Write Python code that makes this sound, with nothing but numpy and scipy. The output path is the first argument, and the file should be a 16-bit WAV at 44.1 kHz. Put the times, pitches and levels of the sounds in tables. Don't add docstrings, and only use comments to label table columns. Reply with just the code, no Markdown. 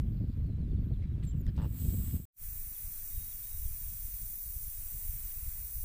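import sys
import numpy as np
from scipy import signal
from scipy.fft import rfft, irfft, next_fast_len
from scipy.io import wavfile
from scipy.ndimage import uniform_filter1d

SR = 44100
rng = np.random.default_rng(int(sys.argv[2]) if len(sys.argv) > 2 else 0)


def makeup_ratio(level_db):
    decades = np.asarray(level_db, float) / 20
    return 10 ** decades


def transcribe(signal):
    frames = np.atleast_2d(signal).T
    limited = np.clip(frames, -1, 1)
    pcm = np.round(limited * 32767).astype(np.int16)
    wavfile.write(sys.argv[1], SR, pcm)


N = 257753
CUT_S = 2.3
FADE_OUT_S = 2.165

# (pitch [Hz], level [dB per Hz])
JET_TONE_FAR = [(2000, -61), (3000, -34), (4400, -32), (6000, -30.5), (7200, -23), (9000, -22.5),
                (11000, -19.5), (13000, -13.5), (14500, -6), (15500, -4.5)]
JET_TONE_NEAR = [(2000, -68), (3000, -33.4), (5000, -29.2), (6500, -23.4), (8500, -18.0), (10500, -14.6),
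                 (12500, -15.8), (14200, -6.2), (15500, -1.2)]
# (pitch [Hz], width [Hz], level [dB])
WHEEL_FAR = [(4700, 60, -8.5), (7760, 170, 10.5), (8120, 100, 10.4), (8420, 120, 9.9), (8840, 200, -3.5),
             (10100, 100, 8.7), (10370, 300, -6.9), (10910, 40, 3.3), (11110, 100, -9.1), (11340, 90, 3.6),
             (13170, 140, -5.2), (13810, 400, 0.7), (14210, 90, -5.8), (15160, 60, 4.4)]
WHEEL_NEAR = [(5710, 170, 5.1), (5890, 40, -4.7), (6140, 160, 4.9), (7010, 50, -6.3), (7240, 40, -4.1),
              (7390, 60, 5.8), (7630, 30, 4.1), (8200, 70, 5.9), (8830, 210, 4.8), (9090, 70, -8.2),
              (9290, 50, 1.8), (9600, 180, -7.3), (10030, 130, 7.4), (10380, 80, 4.6), (10940, 60, -4.9),
              (11180, 50, -4.3), (11350, 40, 3.4), (11560, 280, -8.0), (11990, 100, 7.3), (12240, 60, -5.1),
              (12550, 40, -2.9), (12890, 40, -4.0), (13040, 60, 0.6), (13320, 140, -3.7), (13980, 80, 3.7),
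              (14190, 50, -1.3), (14490, 120, 3.6), (14890, 90, -1.3), (15110, 60, 2.1), (15350, 30, -3.6)]
ECHO_DELAYS = [.0013, .0021, .0029, .0038, .005]
# (peak time [s], peak level [dB], length [s])
LEAK_PUFFS = [
    (0, -64, 0.013),
    (.05, -71.5, 0.35),
    (.4, -75, 0.12),
    (.856, -72.5, 0.089),
    (1.244, -71, .04),
    (1.37, -72.5, 0.071),
    (1.466, -69, 0.045),
    (1.6, -74, 0.073),
]
# (pitch [Hz], level [dB per Hz])
WIND_TONE_FAR = [(8.8, -39.5), (15, -12), (59, -1.5), (146, -7.5), (262, -16), (900, -59.5), (1170, -99),
                 (1980, -120)]
WIND_TONE_NEAR = [(8.8, -50), (15, -0.5), (56, -13.5), (95, -18), (146, -27), (214, -34), (367, -57),
                  (500, -53), (650, -89), (1100, -120)]
# (peak time [s], peak level [dB], length [s], flutter relative to gust [dB])
GUSTS_FAR = [(0, -24, 0.01, -4.5), (.08, -32, 0.16, -11.5), (.22, -33, 0.033, -3.5),
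             (.29, -33.5, 0.025, -11), (.43, -31, 0.1, -16), (.6, -34.5, 0.19, -9),
             (.75, -31, 0.079, -11.5), (.83, -35.5, 0.13, -4), (.93, -26, 0.016, -13.5),
             (1.03, -34.5, 0.15, -13), (1.15, -34, 0.057, -5), (1.25, -34, 0.046, -6.5),
             (1.36, -32, 0.075, -8), (1.48, -27, 0.03, -11), (1.61, -30, 0.082, -10),
             (1.72, -39, 0.061, -6.5), (1.82, -39, 0.011, 1), (1.88, -28.5, 0.081, -9.5),
             (1.99, -31.5, 0.047, -11), (2.08, -32.5, 0.021, -15), (2.15, -31.5, 0.036, -7)]
GUSTS_NEAR = [(2.47, -38, 0.09, -23), (2.6, -40.5, 0.13, -16), (2.85, -40.5, 0.049, -13),
              (3.0, -45, 0.14, -12), (3.18, -37.5, 0.078, -18.5), (3.35, -46, 0.11, -15),
              (3.53, -39.5, 0.091, -29), (3.65, -32.5, 0.095, -21), (3.86, -34, 0.071, -28),
              (3.96, -43, 0.074, -19), (4.06, -39.5, 0.069, -22), (4.15, -40, 0.026, -27),
              (4.23, -36, 0.041, -22), (4.33, -46, 0.079, -14.5), (4.5, -42.5, 0.11, -22),
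              (4.57, -37, 0.022, -26), (4.65, -40, 0.061, -38), (4.8, -40, 0.12, -29),
              (4.95, -36.5, 0.035, -15), (5.1, -34.5, 0.1, -26.5), (5.25, -39, 0.077, -22.5),
              (5.42, -41, 0.17, -20.5), (5.48, -43, 0.042, -12), (5.62, -41, 0.088, -40),
              (5.79, -33.5, 0.066, -25)]
# (time [s], level [dB])
EDDY_FLICKS = [(0.061, -57), (0.083, -60), (0.153, -55), (0.208, -55), (0.231, -56), (0.269, -60),
               (0.398, -55), (0.448, -58), (0.497, -54), (0.588, -52), (0.627, -51.5), (0.719, -55),
               (0.755, -62), (0.785, -65), (0.824, -53.5), (0.916, -51), (0.994, -59), (1.035, -56),
               (1.113, -59), (1.164, -57), (1.199, -56.5), (1.278, -64), (1.347, -60), (1.482, -52.5),
               (1.663, -44), (1.716, -62), (1.868, -61), (1.942, -53.8), (2.002, -56.5), (2.147, -60)]
# (time [s], peak level [dB])
WIND_PUSHES = [(2.525, -32.5), (2.849, -34.5), (3.1805, -27.5), (3.629, -32), (3.659, -25.5), (3.857, -37),
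               (4.053, -32), (4.143, -34), (4.502, -36), (4.568, -32.5), (5.097, -28.5), (5.258, -35),
               (5.432, -32.5), (5.484, -29.5), (5.768, -32), (5.785, -33.5), (5.831, -34)]
# (time [s], pitch [Hz], first partial [dB], second partial [dB])
SQUEAKS = [
    [(1.266, 7800, -72, -95), (1.276, 7500, -55, -78), (1.286, 7200, -69, -68), (1.292, 7250, -61, -76),
     (1.303, 7380, -66, -90), (1.317, 7500, -65, -95), (1.322, 7550, -86, -95), (1.35, 7600, -88, -95)],
    [(1.358, 7680, -84, -80), (1.364, 7720, -76, -73), (1.372, 7700, -85, -77), (1.378, 7700, -83, -70),
     (1.4, 7480, -82, -74), (1.406, 7300, -75, -70), (1.41, 7100, -86, -61), (1.414, 6980, -74, -58),
     (1.422, 6750, -78, -88)],
]
# (time [s], peak level [dB], upper ring relative to it [dB])
CREAK_SLIPS = [
    (1.5792, -42, -4),
    (1.5885, -41, -1),
    (1.5995, -43, -10),
    (1.609, -46, -10),
    (1.6175, -45, -6),
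    (1.6268, -43, -6),
    (1.6358, -41, -9),
    (1.645, -42, -10),
    (1.654, -46, -4),
]
# (pitch [Hz], level [dB], time to fall 60 dB [s])
CREAK_LOW_RING = [(537, 1, 0.0095), (900, -3, 0.02), (1150, -10.5, 0.0096), (1680, -22, 0.0056)]
CREAK_HIGH_RING = [(2800, -10.5, 0.013), (3660, -25, 0.013), (4700, -26, .015)]
# (time [s], length [s], level [dB], low edge [Hz], high edge [Hz])
SCUFFS = [(0, 0.022, -73, 1000, 15000), (1.012, 0.054, -71, 1700, 2740), (1.013, 0.049, -73, 1100, 4700),
          (1.094, .04, -78, 1400, 2100), (1.224, 0.025, -62.5, 1000, 3650), (1.229, 0.038, -68, 7340, 8950),
          (1.235, .033, -73, 9500, 15400), (1.24, 0.049, -74.5, 2700, 4380),
          (1.468, 0.043, -66.5, 710, 4400), (1.468, 0.047, -73, 1240, 2250),
          (1.482, .022, -68.5, 1570, 1840), (1.472, 0.032, -71, 4550, 5100), (1.475, .028, -73, 2800, 3280),
          (1.503, 0.062, -80, 900, 4000), (1.44, .025, -82, 4400, 5380), (1.557, 0.033, -83, 2600, 3780),
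          (1.617, 0.045, -72, 2380, 3000), (1.613, 0.044, -69.5, 7400, 8500),
          (1.63, .03, -72, 12000, 13000), (1.657, .025, -79, 4700, 5500), (1.612, 0.06, -81, 3500, 5000),
          (1.222, 0.036, -79, 900, 2100), (1.262, 0.058, -79, 3000, 4700), (1.542, 0.15, -65.5, 1460, 4170),
          (1.56, 0.022, -70.5, 4960, 9050), (1.571, 0.11, -61.5, 450, 1430), (1.638, 0.68, -67, 500, 4360),
          (1.78, 0.16, -73, 1740, 5050), (2.037, 0.089, -76.5, 900, 5030)]
# (time [s], peak level [dB])
GRIT_SNAP = [
    (1.4666, -39.5),
]
# (pitch [Hz], level [dB], time to fall 60 dB [s])
SNAP_RING = [(1950, -3.5, 0.009), (3610, -11, 0.0091)]
# (time [s], length [s], start [Hz], end [Hz], level [dB])
LARK_SLIDES = [(.38, .07, 3900, 4050, -90), (.4, .16, 4280, 4200, -87), (.455, .015, 4100, 4600, -86),
               (.47, .05, 4530, 3930, -83), (.52, .065, 3990, 3950, -86), (.583, .014, 4000, 4680, -85),
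               (.597, .058, 4600, 3800, -81), (.88, .02, 3500, 4500, -84), (.9, .23, 4380, 3790, -85),
               (1.0, .07, 4600, 4800, -92), (1.315, .022, 3500, 2850, -79), (1.34, .035, 2940, 2660, -82)]
# (time [s], length [s], pitch [Hz], swing [Hz], turns [per s], level [dB])
LARK_WARBLE = (.697, .15, 4480, 140, 27.5, -85.5)
# (time [s], hold [s], pitch [Hz], drop [Hz], level [dB])
LARK_WHISTLES = [
    (1.285, .025, 3190, 250, -79),
    (2.728, .008, 3950, 670, -74),
    (2.92, .056, 4150, 950, -74.5),
    (3.635, .012, 3720, 500, -77),
]
# (time [s], pitch [Hz], level [dB])
LARK_ARCHES = [
    [(3.09, 3650, -77), (3.15, 3770, -74), (3.2, 3780, -72), (3.22, 3790, -69), (3.275, 3850, -76),
     (3.306, 3880, -71), (3.314, 3800, -72), (3.328, 3450, -68), (3.338, 3300, -76)],
    [(3.422, 3560, -77), (3.432, 3640, -71), (3.445, 3720, -72), (3.49, 3770, -75), (3.515, 3810, -71),
     (3.54, 3790, -76), (3.566, 3750, -74), (3.6, 3800, -84)],
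]
# (start [s], end [s], pulses [per s], level [dB])
LARK_TRILL = (.106, .354, 109, -68.5)
# (time [s], start [Hz], end [Hz], level [dB])
LARK_CHIRPS = [(.17, 4400, 4000, -82), (.29, 3600, 3400, -82), (.315, 3700, 3500, -82),
               (.37, 3550, 3350, -81), (.685, 3700, 3400, -82), (.712, 3700, 3400, -80),
               (.733, 3300, 2800, -80), (.78, 3800, 3100, -81), (.825, 3850, 3600, -82),
               (.93, 4300, 3900, -80), (.94, 3900, 3450, -80), (1.005, 3750, 3550, -81),
               (.81, 5100, 4600, -87), (.765, 3900, 3400, -82), (.935, 3700, 3400, -80),
               (1.045, 3700, 3400, -83), (1.125, 4100, 3600, -81), (.44, 5000, 4700, -88),
               (.65, 5200, 4950, -90), (.67, 4850, 4550, -90), (.06, 3400, 3000, -82),
               (.085, 3000, 3300, -82), (.12, 3700, 3500, -83), (1.31, 3900, 3400, -78)]
# (first time [s], period [s], start [Hz], end [Hz], level [dB])
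LARK_PIPS = (.839, .0596, 3400, 3150, -80)
# (pitch [Hz], level [dB per Hz])
AIR_TONE = [(290, -19), (500, -27), (952, -21), (1620, -21.5), (1810, -23.5), (2310, -22.5), (4040, -29.5),
            (6030, -37), (9140, -34.5), (15300, -35.5)]
SURF_TONE = [(180, -30), (300, -1), (517, -4), (1640, 0), (1780, 1.5), (2640, 2.5), (3060, -9),
             (4500, -4.5), (5850, -50), (9900, -120)]
# (time [s], level [dB])
SURF_SWELLS = [
    (2.45, -68),
    (2.9, -67.5),
    (4.2, -68.5),
    (4.45, -70.5),
    (4.95, -67),
    (5.6, -66.5),
    (5.84, -70.5),
]
# (pitch [Hz], share dropped [0-1])
DROPOUTS_NEAR = [(2600, 0), (2950, .3), (3450, .25), (4000, .13), (5200, .08), (5500, 0)]
DROPOUTS_FAR = [(8200, 0), (9000, .3), (11000, .3), (13500, .2), (14500, 0)]
SPLIT_TIMES = [1.925, 1.925, 3.015, 3.015, 3.6, 3.71, 3.945, 3.945, 5.06, 5.085, 5.615, 5.73, 5.73]


def jet(spectrum, wheel, jet_db, patchy_db, count):
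    hiss = coloured(rng.standard_normal(N), spectrum, wheel, patchy_db=patchy_db, count=count)
    return makeup_ratio(jet_db) * hiss


def far_jet():
    t = np.arange(N) / SR
    open_s, opening_db_per_s = 1.802, 119.5
    slip_s, slip_db_per_s = 2.055, -20
    opening_db = opening_db_per_s * np.minimum(t - open_s, 0)
    slip_db = slip_db_per_s * np.clip(t - slip_s, 0, FADE_OUT_S - slip_s)
    return jet(JET_TONE_FAR, WHEEL_FAR, -38.5 + opening_db + slip_db, patchy_db=.8, count=5)


def near_jet():
    t = np.arange(N) / SR
    seated_s, seating_db, creep_db_per_s = 2.78, -0.9, 0.17
    flow_db = -34.5 + seating_db * np.clip((seated_s - t) / 0.087, 0, 1) + creep_db_per_s * (t - seated_s)
    return jet(JET_TONE_NEAR, WHEEL_NEAR, flow_db, patchy_db=.5, count=11)


def swaying_echoes(x):
    echo_db, sway_s, sways_per_s = -16, 4e-5, .5
    at = np.arange(N)
    fine = signal.resample_poly(x, up=2, down=1)
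    echoes = np.zeros(N)
    for delay_s in ECHO_DELAYS:
        delayed = at - SR * (delay_s + sway_s * drift(sways_per_s))
        echoes += np.interp(2 * delayed, np.arange(2 * N), fine)
    return (x + makeup_ratio(echo_db) * echoes) / np.sqrt(1 + len(ECHO_DELAYS) * makeup_ratio(2 * echo_db))


def leak():
    return makeup_ratio(gusts(LEAK_PUFFS, -99)) * rms_one(band(rng.standard_normal(N), 13100, 21000))


def wind(spectrum, wind_db, bright_db, split_hz, lumpy_db, evenness):
    eddies = coloured(rng.standard_normal(N) * makeup_ratio(lumpy_db * drift(29.0)), spectrum)
    nearby_power = uniform_filter1d(eddies ** 2 + 1e-3, size=2600)
    eddies = eddies / nearby_power ** (np.clip(evenness, 0, 1) / 2)
    low = signal.sosfiltfilt(signal.butter(2, split_hz, fs=SR, output="sos"), eddies)
    flutter = rms_one((eddies - low) * makeup_ratio(4.35 * drift(42.0)))
    push = makeup_ratio(wind_db) * (rms_one(low) + makeup_ratio(bright_db) * flutter)
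    port_top = 0.12
    return port_top * np.tanh(push / port_top)


def gusts(rows, calm_db):
    t = np.arange(0, N, 32) / SR
    power = makeup_ratio(2 * calm_db)
    for s, db, length in rows:
        side_length = np.where(t < s, 0.76 * length, length)
        power = power + makeup_ratio(2 * db) * np.exp(-2 * ((t - s) / side_length) ** 2)
    return np.interp(np.arange(N) / SR, t, 10 * np.log10(power))


def gusty(rows, calm_db, calm_flutter_db):
    wind_db = gusts([row[:3] for row in rows], calm_db)
    flutter_rows = [(s, db + below_db, length) for s, db, length, below_db in rows]
    return wind_db, gusts(flutter_rows, calm_flutter_db) - wind_db


def flicks():
    out, u = np.zeros(N), np.arange(-600, 600)
    bump = np.exp(-.5 * (u / SR / 0.0066) ** 2)
    for (s, db), noise in zip(EDDY_FLICKS, rng.standard_normal((len(EDDY_FLICKS), 2400))):
        puff = band(noise, 260, 604)[1200:] * bump
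        out[round(s * SR) + u] += makeup_ratio(db + 1.5) * puff / abs(puff).max()
    return out


def buffets():
    push_s, suck_share = .0033, .45
    out = np.zeros(N + 2000)
    u = np.arange(-1500, 1500)
    bump = np.exp(-.5 * (u / SR / push_s) ** 2)
    push = bump - suck_share * np.exp(-.5 * (u / SR * suck_share / push_s) ** 2)
    for s, db in WIND_PUSHES:
        out[round(s * SR) + u] += makeup_ratio(db) * push / push.max()
    return out[:N]


def lulls():
    t = np.arange(0, N, 32) / SR
    lull_s, lull_share = .012, .7
    thin = np.max([np.exp(-.5 * ((t - s) / lull_s) ** 2) for s, db in WIND_PUSHES], axis=0)
    return makeup_ratio(-1.5) * np.interp(np.arange(N) / SR, t, 1 - lull_share * thin)


def squeaks():
    return whistles(SQUEAKS, wobble_db=1)


def creak():
    low, top = np.full((2, SR // 4), 1e-18)
    first = round(CREAK_SLIPS[0][0] * SR)
    for (s, db, top_db), chance in zip(CREAK_SLIPS, rng.standard_normal((9, 2))):
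        at = round(s * SR) - first
        low[at] = makeup_ratio(db + .5 * chance[0])
        top[at] = makeup_ratio(db + top_db + .5 * chance[1])
    rung = ring(low, CREAK_LOW_RING) + ring(top, CREAK_HIGH_RING)
    out = np.zeros(N)
    out[first:first + len(low)] = rung + makeup_ratio(-5) * band(top, 1800, 5200)
    return out


def scuffs():
    grains_per_s = 6000
    grains = rng.standard_normal(N) * makeup_ratio(3.0 * np.minimum(rng.exponential(1, N), 4))
    dice, out = rng.random(N), np.zeros(N)
    for start, length, db, low_hz, high_hz in SCUFFS:
        at = slice(round(max(start, 0) * SR), round((start + length) * SR))
        sparse = grains[at] * (dice[at] < grains_per_s / SR)
        burst = rms_one(band(sparse + 1e-18, low_hz, high_hz))
        out[at] += makeup_ratio(db) * burst * signal.windows.tukey(len(burst), .45)
    snap = np.full(N, 1e-18)
    for s, db in GRIT_SNAP:
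        snap[round(s * SR)] = makeup_ratio(db + 7)
    return out + makeup_ratio(-2) * band(snap, 1100, 8500) + ring(snap, SNAP_RING) * makeup_ratio(-10)


def lark():
    notes = []
    u = np.linspace(0, 1, num=40)
    for s, length, from_hz, to_hz, db in LARK_SLIDES:
        pitch_hz = to_hz + (from_hz - to_hz) * np.exp(-u / .4)
        notes.append(np.c_[s + length * u, pitch_hz, db + 0 * u])
    s, length, hz, swing_hz, per_s, db = LARK_WARBLE
    pitch_hz = hz - swing_hz * np.cos(2 * np.pi * per_s * length * u)
    notes.append(np.c_[s + length * u, pitch_hz, db + 0 * u])
    scoop_hz_per_s, scoop_share, drop_s, drop_gain_db = 900, .3, .03, 2
    for s, hold, hz, drop_hz, db in LARK_WHISTLES:
        notes.append([(s, hz - scoop_hz_per_s * hold, db),
                      (s + scoop_share * hold, hz - 40, db),
                      (s + hold, hz, db),
                      (s + hold + drop_s, hz - drop_hz, db + drop_gain_db)])
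    return makeup_ratio(-1.5) * whistles(notes + LARK_ARCHES, wobble_db=2.0)


def trill():
    start, end, per_s, db = LARK_TRILL
    t = np.arange(N) / SR
    turn = np.minimum((t - start) * per_s % 1 / .45, 1)
    sweep = np.sin(2 * np.pi * np.cumsum(5400 - 2000 * turn) / SR) * np.sin(np.pi * turn)
    swell = window(start, end - start, .02) * np.interp(t, [start, end], [.4, 1])
    return makeup_ratio(db + 2 * drift(30.0)) * sweep * swell


def chirps():
    first_s, period_s, *pip = LARK_PIPS
    pips = [(first_s + k * period_s, *pip) for k in range(7)]
    notes = [[(s, from_hz, db), (s + .012, to_hz, db)] for s, from_hz, to_hz, db in LARK_CHIRPS + pips]
    return whistles(notes, wobble_db=1.5)


def open_air():
    return makeup_ratio(-71.5) * coloured(rng.standard_normal(N), AIR_TONE, patchy_db=.9, count=4)


def surf():
    waves = coloured(rng.standard_normal(N), SURF_TONE, patchy_db=-0.4, count=5)
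    return makeup_ratio(in_time(SURF_SWELLS)[0]) * waves


def whistles(notes, wobble_db):
    out = np.zeros(N)
    for rows in notes:
        s, pitch_hz, *levels = np.transpose(rows)
        at = np.arange(round(s[0] * SR), round(s[-1] * SR))
        phase = 2 * np.pi * np.cumsum(np.interp(at / SR, s, pitch_hz)) / SR
        gate = signal.windows.tukey(len(at), min(1, 0.0032 * SR / len(at)))
        for k, db in enumerate(levels):
            out[at] += gate * makeup_ratio(np.interp(at / SR, s, db) + 6.0) * np.sin((k + 1) * phase)
    return out * makeup_ratio(wobble_db * drift(80.0))


def ring(clicks, modes):
    out = 0
    for hz, db, t60 in modes:
        r, w = makeup_ratio(-60 / (t60 * SR)), 2 * np.pi * hz / SR
        out = out + makeup_ratio(db) * signal.lfilter([0, np.sin(w)], [1, -2 * r * np.cos(w), r * r], clicks)
    return out


def coloured(source, spectrum, resonances=(), patchy_db=0., count=1):
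    size = next_fast_len(N)
    hz = np.arange(size // 2 + 1) * SR / size + 1e-3
    at, level = np.transpose(spectrum)
    shape_db = np.interp(np.log(hz), np.log(at), level, left=-99, right=level[-1])
    for centre_hz, width_hz, db in resonances:
        shape_db += db * np.exp(-.5 * ((hz - centre_hz) / width_hz) ** 2)
    bins = rfft(source, size) * makeup_ratio(shape_db)
    place = np.interp(np.log(hz), np.log(at[[1, -2]]), [0, count - 1])
    shared = drift(16.0)
    out = np.zeros(N)
    for k in range(count):
        one_slice = irfft(bins * np.clip(1 - abs(place - k), 0, 1), size)[:N]
        out += one_slice * makeup_ratio(patchy_db * (.3 * shared + drift(5.0)))
    return rms_one(out)


def drift(rate):
    r = np.exp(-80 * np.pi * rate / SR)
    slow = signal.lfilter([1], [1, -2 * r, r * r], rng.standard_normal(N // 40 + 2002))[2000:]
    return np.interp(np.arange(N) / 40, np.arange(len(slow)), rms_one(slow))


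def band(x, low_hz, high_hz):
    return signal.sosfilt(signal.butter(3, [low_hz, min(high_hz, SR / 2.2)], "band", fs=SR, output="sos"), x)


def window(start, length, edge):
    t = np.arange(N) / SR - start
    return np.sin(np.pi / 2 * np.clip(np.minimum(t, length - t) / edge, 0, 1)) ** 2


def rms_one(x):
    return x / np.sqrt(np.mean(x ** 2) + 1e-20)


def in_time(rows):
    s, *columns = np.transpose(rows)
    return [np.interp(np.arange(N) / SR, s, c) for c in columns]


def far_shot():
    levels_db = gusty(GUSTS_FAR, calm_db=-39.5, calm_flutter_db=-55)
    out = wind(WIND_TONE_FAR, *levels_db, split_hz=141.2, lumpy_db=0.5, evenness=1.0)
    hiss = far_jet()
    out += leak()
    out += open_air()
    out += scuffs() + creak() + trill() + chirps() + squeaks()
    return out, hiss


def near_shot():
    levels_db = gusty(GUSTS_NEAR, calm_db=-56, calm_flutter_db=-70)
    eddies = wind(WIND_TONE_NEAR, *levels_db, split_hz=107.0, lumpy_db=3.5, evenness=0.58)
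    hiss = near_jet()
    return buffets() + lulls() * eddies + surf(), hiss


def scene():
    is_far = np.arange(N) / SR < CUT_S
    far, far_hiss = far_shot()
    near, near_hiss = near_shot()
    both = np.where(is_far, far, near) + lark()
    both += swaying_echoes(np.where(is_far, far_hiss, near_hiss)) + flicks()
    return np.tile(both, (2, 1))


def drop_masked(x):
    quiet_until_s = 1.55
    hz, s, cells = signal.stft(x, SR, nperseg=2048)
    dice = rng.random((len(hz) // 5 + 1, len(s) // 2 + 1))
    dice = dice.repeat(5, axis=0).repeat(2, axis=1)[:len(hz), :len(s)]
    power = uniform_filter1d(abs(cells) ** 2, size=5, axis=0)
    strong = power > 3.5 * np.median(power[:, s > CUT_S], axis=1, keepdims=True)
    near_share = np.interp(hz, *np.transpose(DROPOUTS_NEAR))[:, None]
    kept = (dice > near_share) | (s < CUT_S) | strong
    loud = power > 3 * np.median(power[:, s < quiet_until_s], axis=1, keepdims=True)
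    far_share = np.interp(hz, *np.transpose(DROPOUTS_FAR))[:, None] * 2 * dice[0]
    kept = kept * np.where((dice > far_share) | (s > quiet_until_s) | loud, 1, .15)
    return signal.istft(cells * kept, SR, nperseg=2048)[1][:N]


def fade():
    dip_s, dip_db, silent_from_s = .035, -9, 2.253
    fade_in_s, fade_in_length_s, creep_s, creep_db = 2.36, .08, .042, -31
    t = np.arange(N) / SR
    dip = makeup_ratio(dip_db * (1 - np.exp(-np.maximum(t - FADE_OUT_S, 0) / dip_s))) * (t < silent_from_s)
    creep = makeup_ratio(creep_db) * np.clip(1 + (t - fade_in_s) / creep_s, 0, 1) ** 2
    return dip + np.maximum(creep, np.clip((t - fade_in_s) / fade_in_length_s, 0, 1))


def split_channels(mono):
    side = np.zeros(N)
    low_edges_hz = 4200 + 9300 * np.linspace(0, 1, len(SPLIT_TIMES)) ** .6
    for s, low_hz in zip(SPLIT_TIMES, rng.permutation(low_edges_hz)):
        high_hz = low_hz + 1700
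        at = slice(round(s * SR), round(s * SR) + 2048)
        unlike = band(band(mono[at][::-1], low_hz, high_hz), low_hz, high_hz)
        side[at] += makeup_ratio(-4) * signal.windows.tukey(2048, .7) * unlike
    return mono + side * [[1], [-1]]


def low_pass(x):
    return signal.sosfilt(signal.butter(12, 15600, fs=SR, output="sos"), x)


def record(dry):
    top_cut = signal.ellip(16, .5, 100, 15490, fs=SR, output="sos")
    mono = signal.sosfilt(top_cut, drop_masked(dry[0])) * fade()
    return low_pass(split_channels(mono))


dry = scene()
out = record(dry)
transcribe(out)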